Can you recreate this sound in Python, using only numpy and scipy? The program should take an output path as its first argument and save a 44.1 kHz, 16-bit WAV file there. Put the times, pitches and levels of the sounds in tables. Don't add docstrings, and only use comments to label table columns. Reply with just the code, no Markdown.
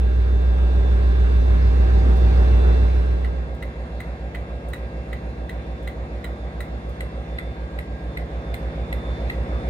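import sys
import numpy as np
from scipy import signal
from scipy.fft import rfft, irfft, next_fast_len
from scipy.io import wavfile
from scipy.ndimage import uniform_filter1d, map_coordinates

SR = 44100
rng = np.random.default_rng(int(sys.argv[2]) if len(sys.argv) > 2 else 0)


def log_audio(samples):
    frames = np.atleast_2d(samples).T
    limited = np.clip(frames, -1, 1)
    pcm = np.round(limited * 32767).astype(np.int16)
    wavfile.write(sys.argv[1], SR, pcm)


def ratio_of_db(decibels):
    return 10 ** (np.asarray(decibels, float) / 20)


N = 427329

CRANK_HZ, MESH_HZ = 6.815, 269.1
FADE_S = (2.67, 3.635)
NEAR_WALK_S, FAR_WALK_S = (0, 2.41), (7.98, 9.6)
GAP_HZ = (11250, 12250)


def unit(x):
    return x / np.sqrt(np.mean(x ** 2) + 1e-20)


def along(points, hz):
    f, *cols = np.transpose(points)
    return [np.interp(np.log(hz + 1), np.log(f + 1), c) for c in cols]


def curves(rows):
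    s, *cols = np.transpose(rows)
    return [np.interp(np.arange(N) / SR, s, c) for c in cols]


def ramp(span_s):
    return np.interp(np.arange(N) / SR, span_s, [0, 1])


def wobble(rate):
    knots = rng.standard_normal(int(N * rate / SR) + 4)
    return map_coordinates(knots, [np.arange(N) * rate / SR])


# (frequency [Hz], likeness [0-1], right leads [rad], left against right [dB])
NEAR_PAIR = [(60, .99, .25, -1.3), (110, .99, .4, -.9), (160, .98, .6, -.2), (350, .95, 1.1, .4),
             (570, .8, 2.3, 0), (900, .68, 2.8, -4.7), (1100, .55, 2.3, -5.8), (1500, .65, 2.4, -1.5),
             (2200, .4, 2.2, -1.4), (4500, .2, 2.5, -3.3), (7000, .5, 1, -.5), (10000, .85, 0, 0)]
FAR_PAIR = [(55, .99, .05, -2.5), (62, .99, -.15, -1.4), (70, .99, -.1, -1.8), (160, .98, .1, -.1),
            (350, .92, -.2, -.3), (570, .72, -.6, -1.2), (900, .76, -1.5, -.3), (1500, .48, -2.9, -1.6),
            (2200, .1, -3, -1.1), (4500, .25, -2, -3), (7000, .5, -1.5, -.5), (10000, .85, 0, 0)]


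def ears(pair, hz):
    alike, lead, pan_db = along(pair, hz)
    alike = np.clip(alike, 0, 1)
    side = np.array([[-.5], [.5]])
    gains = np.exp(1j * lead * side) * ratio_of_db(-pan_db * side)
    return alike, gains / np.sqrt((1 + alike * np.cos(lead)) / 2)


def burst(spectrum, t, skew):
    hz = np.fft.rfftfreq(len(t), 1 / SR)
    kept = np.where((hz > GAP_HZ[0]) & (hz < GAP_HZ[1]), .03, 1)
    colour = kept * ratio_of_db(along(spectrum, hz)[0]) * np.exp(1j * skew * np.array([[.5], [-.5]]))
    return unit(irfft(rfft(rng.standard_normal(len(t))) * colour, len(t)))


def puff(t, spectrum):
    shape = np.exp(-((t - .0025) / 0.0018) ** 2)
    shape += 0.22 * np.exp(-((t - .01) / 0.0033) ** 2)
    shape += 0.33 * (1 - np.exp(-t / 0.0022)) * ratio_of_db(-60 * t / 0.22)
    return burst(spectrum, t, skew=1.6) * shape


TURN_S = 6.8

# (frequency [Hz], level [dB per Hz])
SNAP = [(600, -38), (1000, -9), (1400, 9), (1700, -13), (2600, 0), (3100, -3.5), (4200, -7), (5000, -24),
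        (8000, -56)]
# (frequency [Hz], level [dB per Hz])
CRACK = [(1800, -28), (2600, 6), (3800, 0.5), (4700, -3.5), (6000, -29), (9000, -49)]
# (time [s], left lags [ms])
TICK_LAG = [
    (6.6, -.072),
    (7, -.18),
    (7.8, -.3),
    (8.6, -.31),
    (9.3, -.23),
]


def whistle(t, s, hz, octave_db):
    lag_ms = np.interp(s, *np.transpose(TICK_LAG))
    u = t - .001 - lag_ms / 1000 * np.array([[.5], [-.5]])
    gate = np.sin(np.pi * np.clip((u + 0.0014) / 0.0079, 0, 1)) ** 0.76
    flutter = np.sin(2 * np.pi * rng.uniform(120, 220) * u + rng.uniform(0, 6))
    angle = 2 * np.pi * hz * u + rng.uniform(0, 6) + .55 * flutter
    chirp = np.sin(angle) + ratio_of_db(octave_db) * np.sin(2 * np.pi * 1.968 * hz * u)
    chirp += ratio_of_db(-10.5) * burst(SNAP, t, skew=12 * lag_ms)
    if s > TURN_S:
        crack = burst(CRACK, t, skew=24 * lag_ms) * np.exp(-((u - .0004) / 0.0014) ** 2)
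        chirp += ratio_of_db(octave_db + 5) * crack
    return gate * chirp


# (delay [s], left level [dB], right level [dB])
WALLS = [
    (.0078, -12, -6),
    (.0175, -17, -16),
    (.026, -21, -20),
]


def surroundings(t, s):
    turned = s > TURN_S
    yard = rng.standard_normal((2, len(t))) * ratio_of_db(-33 - 2.3 * turned - 60 * t / 0.23) * (t > .006)
    yard[:, 0] = 1
    for delay, *wall_db in WALLS:
        place = round(delay * SR + rng.uniform(0, 15))
        yard[:, place] += ratio_of_db(np.array(wall_db) - 9 * turned + rng.normal(0, 2, 2))
    return yard


# (time [s], whistle pitch [Hz], level [dB], hiss level [dB])
TICKS = [(3.246, 1970, -34, -21), (3.625, 1975, -32.5, -17), (4.0035, 2015, -32.5, -16.5),
         (4.3478, 2000, -31.5, -18.5), (4.7339, 1966, -30.5, -14), (5.1297, 1990, -30.5, -20.5),
         (5.494, 1970, -32, -17), (5.875, 2010, -31, -16.5), (6.2428, 2000, -32.5, -13.5),
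         (6.6053, 1980, -31.5, -12.5), (7.0065, 2030, -29.5, -17), (7.3857, 2003, -24.5, -26),
         (7.7884, 1990, -29, -21), (8.1722, 2045, -26.5, -24.5), (8.5416, 2070, -30.5, -14),
         (8.927, 2050, -26.5, -20.5), (9.2992, 1984, -23, -27)]
# (time [s], peak level [dB])
SPITS = [
    (2.169, -50),
    (3.5473, -57),
    (4.6856, -49.5),
    (5.2979, -64),
    (5.8274, -55),
    (6.892, -55),
]
# (frequency [Hz], level [dB per Hz])
AIR = [(3060, -37), (5200, -15), (5730, -14), (6220, -5.5), (9780, 1.5), (11500, -16), (11900, -1.5),
       (13800, -2), (15700, -3)]
AIR_TURNED = [(3060, -41), (5200, -17), (6950, -7.5), (7560, -4), (8760, 3.5), (10300, -3), (11800, -13.5),
              (13600, 1), (15700, -17.5)]


def valve():
    out, t = np.zeros((2, N + SR)), np.arange(8192) / SR
    for s, hz, db, hiss_db in TICKS:
        chirp = whistle(t, s, hz, octave_db=hiss_db + 2)
        tick = ratio_of_db(2.5) * signal.fftconvolve(chirp, surroundings(t, s), axes=1)[:, :len(t)]
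        air = AIR
        if s >= TURN_S:
            air = [(f, d + 4 * (s - 8) * (f > GAP_HZ[1])) for f, d in AIR_TURNED]
        tick += ratio_of_db(hiss_db + 3.0) * puff(t - 0.00067 * (t > .001), air)
        out[:, round((s - .001) * SR):][:, :len(t)] += ratio_of_db(db) * tick
    for s, db in SPITS:
        out[:, round((s - .002) * SR):][:, :len(t)] += ratio_of_db(db - 3.5) * puff(t / 2.0, AIR)
    return out[:, :N]


LOUD_HZ = (1615.6, 2691, 3554.5)
# (first place [dB], gain over the walk [dB], second place [dB])
LOUD_DB = [
    (-57.5, 3, -63),
    (-60.5, 6, -71.5),
    (-68.5, 10, -72.5),
]
# (time [s], peak level [dB], half length [s])
SWELLS = [
    [(.95, -61, .45), (7.9, -59, 0.23), (7.6, -69, 0.27), (4.5, -70, 0.6), (9.5, -66, .15)],
    [(4.6, -66.5, 1), (7.15, -68, 0.44), (8.7, -68, .2), (9.4, -68, .15)],
    [(.8, -62.5, 0.83), (2.7, -62.5, .25), (5.7, -68, .2), (6.55, -71, 0.23), (7.45, -59.5, .13),
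     (8.13, -63, 0.047), (8.5, -61, .12), (8.8, -65, 0.19), (9.13, -54.5, 0.16), (9.57, -60, .12)],
]


def loud_tones(side_db):
    t, out, fade = np.arange(N) / SR, np.zeros((2, N)), ramp(FADE_S)
    for hz, (near_db, gain_db, far_db), swells in zip(LOUD_HZ, LOUD_DB, SWELLS):
        level = (1 - fade) * ratio_of_db(near_db + gain_db * ramp(NEAR_WALK_S)) + fade * ratio_of_db(far_db)
        level = level + sum(ratio_of_db(db) * np.exp(-((t - s) / half) ** 2) for s, db, half in swells)
        angle = 2 * np.pi * hz * t + 0.49 * wobble(4)
        mid = level * ratio_of_db(1.2 * wobble(9)) * np.sin(angle)
        side_level = uniform_filter1d(level, SR) * ratio_of_db(side_db + 3 * wobble(1.5))
        side = side_level * np.sin(angle + 2.1 * wobble(1))
        out += np.sqrt(2) * np.array([mid + side, mid - side])
    return out


# (multiple of the mesh [-], left level [dB], right level [dB])
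NEAR_WHINE = [(2, -53, -57), (3, -57, -54), (4, -62, -55), (9, -70, -70), (15, -61.5, -60), (20, -73, -73),
              (26.42, -79, -79)]
FAR_WHINE = [(2, -58, -57), (3, -62, -58), (4, -66, -65), (9, -72, -72), (12.92, -73, -73), (15, -74, -75),
             (25, -84, -84), (26.42, -80, -80)]


def whine(lines, waver_db):
    t = np.arange(N) / SR
    out = np.zeros((2, N))
    for k, *db in lines:
        angle = 2 * np.pi * k * MESH_HZ * t + .05 * k * wobble(3.7)
        for ear in range(2):
            level = ratio_of_db(db[ear] + waver_db * wobble(2.354))
            out[ear] += np.sqrt(2) * level * np.sin(angle + 2.07 * wobble(1.498))
    return out


def rush(spectrum, pair, patchy_db):
    size = next_fast_len(N)
    z = signal.stft(rng.standard_normal((2, N + 512)), nperseg=512)[2]
    field = uniform_filter1d(rng.standard_normal(z.shape[1:]), size=6, axis=0)
    field = uniform_filter1d(field, size=14, axis=1)
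    noise = signal.istft(z * ratio_of_db(patchy_db * unit(field)), nperseg=512)[1][:, :N]
    a, b = rfft(noise, size)
    hz = np.fft.rfftfreq(size, 1 / SR)
    alike, gains = ears(pair, hz)
    gains *= hz < 15350
    gains *= (hz < GAP_HZ[0]) | (hz > GAP_HZ[1])
    turn = np.arccos(alike) / 2
    both = np.array([np.cos(turn) * a + np.sin(turn) * b, np.cos(turn) * a - np.sin(turn) * b])
    out = irfft(both * gains * ratio_of_db(along(spectrum, hz)[0]), size)[:, :N]
    return out / np.std(out.mean(0))


# (frequency [Hz], level [dB per Hz])
NEAR_BODY = [(52, -26.5), (86, -23), (99, -5.5), (112, -20), (140, -18.5), (333, -21.5), (398, -23.5),
             (528, -27.5), (774, -33), (927, -45.5), (1040, -36), (1300, -49.5), (1690, -73.5),
             (2860, -120)]
NEAR_RATTLE = [(560, -36.5), (950, -6), (1640, -4), (2470, -11), (2770, -14), (3220, -17), (3660, -14),
               (7440, -28.5), (9610, -29), (10900, -35), (11600, -65), (13000, -34), (15300, -48.5)]
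FAR_BODY = [(47, -27.5), (80, -7), (114, -11.5), (167, -7.5), (206, -14), (324, -16), (373, -22.5),
            (455, -28), (548, -16.5), (769, -18.5), (895, -38), (1300, -36), (1690, -78), (2860, -120)]
FAR_RATTLE = [(560, -26.5), (950, 1.5), (1460, -5), (1600, -3.5), (2140, -3), (2970, -15), (3580, -12.5),
              (7530, -30), (9280, -27.5), (10900, -35.5), (11600, -64), (13000, -34), (15300, -43)]


def roar(body, rattle, body_db, rattle_db, beat, pair):
    low = ratio_of_db(body_db + beat + 0.75 * wobble(4.7)) * rush(body, pair, patchy_db=-1.23)
    high = ratio_of_db(rattle_db + beat + 0.27 * wobble(5.9)) * rush(rattle, pair, patchy_db=1.44)
    return low + high


def panels(crank, orders, pair, level_db, comb_db):
    out, turn = np.zeros((2, N)), np.zeros(2049, complex)
    order = np.arange(2049)
    k = np.arange(12, 140)
    turn[k] = ratio_of_db(comb_db - 0.13 * k + rng.normal(0, 2.33, len(k)))
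    for k, db in orders:
        if k > 11:
            turn[round(k)] = ratio_of_db(db)
    turn = turn * np.exp(2j * np.pi * rng.random(2049)) * ears(pair, order * CRANK_HZ)[1]
    for p in range(5):
        cycle = irfft(turn * (order // 4 % 5 == p)) * 2048 * np.sqrt(2)
        late_s = .00018 * wobble(1.5) + .00012 * np.array([wobble(1.5), wobble(1.5)])
        place = (crank / (2 * np.pi) - CRANK_HZ * late_s) % 1 * 4096
        heard = [np.interp(u, np.arange(4096), c, period=4096) for u, c in zip(place, cycle)]
        out += ratio_of_db(level_db + 1.3 * wobble(2.5)) * heard
    return out


# (multiple of the crank [-], level [dB])
NEAR_ORDERS = [(7, -25.3), (8, -13.5), (9, 0.0), (10, -17.6), (11, -28.5), (12, -28.6), (14, -25.0),
               (15, -28.1), (16, -25.8), (24, -24), (27, -31.5), (33, -33.9), (47, -34.9), (54, -36.7),
               (55, -33.3), (56, -31.8), (58, -34.0), (59, -32.8), (61, -34.1), (63, -32.1), (64, -39.6),
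               (66, -38.3), (70, -36.6), (73, -39.5), (79, -43.3), (84, -41.0), (87, -39.7), (89, -43.3),
               (113, -41.5)]
FAR_ORDERS = [(6, -23.7), (8, -4.5), (9, 0.0), (10, -10.3), (11, -14.0), (16, -15.9), (17, -20.2),
              (18, -22.4), (24, -13.0), (33, -21.8), (36, -21.1), (42, -24.1), (48, -24.4), (54, -20.6),
              (55, -25.7), (63, -25.1), (64, -27.5), (69, -26.8), (70, -27.1), (71, -25.4), (72, -20),
              (77, -27.7), (78, -23.0), (79, -21.6), (84, -26.7), (85, -25.9), (87, -28.1), (88, -24.9),
              (95, -27), (112, -26.5)]


def exhaust(crank, throb, orders, pair, stack, level_db, eighth_db, unsteady_db):
    out = np.zeros((2, N))
    for k, db in orders:
        if k > 11:
            continue
        step = k - 9
        angle = k * crank + stack.get(k, -throb)
        order_db = eighth_db if step == -1 else db
        level = ratio_of_db(level_db + order_db + unsteady_db * abs(step) * wobble(2.1))
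        out += np.sqrt(2) * level * np.real(ears(pair, k * CRANK_HZ)[1] * np.exp(1j * angle))
    return out


# (time [s], crank ahead of an even pace [ms], throb angle [rad])
NEAR_PATH = [
    (0, 6.05, -3.23),
    (3.6, 8.4, -3.19),
]
FAR_PATH = [
    (2.7, -4.3, .68),
    (4, -3.35, .6),
    (5.8, -.85, .6),
    (6.6, -.5, .58),
    (7.5, -1.1, .43),
    (8.1, -2.05, .2),
    (9.69, -4.85, -.1),
]


def engine(path, walk_s, note, orders, noise, body, rattle, lines, pair, stack,
           comb_db, orders_db, whine_db, beat_db, unsteady_db):
    closer = ramp(walk_s)
    ninth_db, ninth_gain_db, eighth_db = note
    body_db, rattle_db = noise[0] + noise[1] * closer, noise[2] + noise[3] * closer
    ahead_ms, throb = curves(path)
    crank = 2 * np.pi * CRANK_HZ * (np.arange(N) / SR + ahead_ms / 1000)
    beat = beat_db * np.cos(crank + 1)
    out = ratio_of_db(rattle_db + whine_db) * whine(lines, waver_db=-1.5)
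    out += roar(body, rattle, body_db, rattle_db, beat, pair)
    out += panels(crank, orders, pair, body_db + orders_db, comb_db)
    level_db = ninth_db + ninth_gain_db * closer
    return out + exhaust(crank, throb, orders, pair, stack, level_db, eighth_db, unsteady_db)


def scene():
    fade = ramp(FADE_S)
    near = engine(NEAR_PATH, NEAR_WALK_S, note=(-16.8, 3.45, -13.5), orders=NEAR_ORDERS,
                  noise=(-36.5, 5.5, -49, 6), body=NEAR_BODY, rattle=NEAR_RATTLE, lines=NEAR_WHINE,
                  pair=NEAR_PAIR, stack={7: 1.0, 9: 0, 10: -1.1, 11: 1.6},
                  comb_db=-37.0, orders_db=18, whine_db=44.5, beat_db=-0.05, unsteady_db=-1.0)
    far = engine(FAR_PATH, FAR_WALK_S, note=(-32.3, 5.7, -4.45), orders=FAR_ORDERS,
                 noise=(-41.5, 4.5, -51, 4), body=FAR_BODY, rattle=FAR_RATTLE, lines=FAR_WHINE,
                 pair=FAR_PAIR, stack={6: 1.2, 9: 0, 10: -.3, 11: 3.8},
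                 comb_db=-23.5, orders_db=10.2, whine_db=52, beat_db=0.26, unsteady_db=0.0)
    return (1 - fade) * near + fade * far + loud_tones(side_db=-1.5) + valve()


def band_limit(x):
    return signal.sosfilt(signal.butter(12, 15810, fs=SR, output="sos"), x)


def record(dry):
    size = next_fast_len(N)
    kept = np.fft.rfftfreq(size, 1 / SR) < 15750
    mix = irfft(rfft(dry, size) * kept, size)[:, :N]
    return band_limit(mix)


dry = scene()
out = record(dry)
log_audio(out)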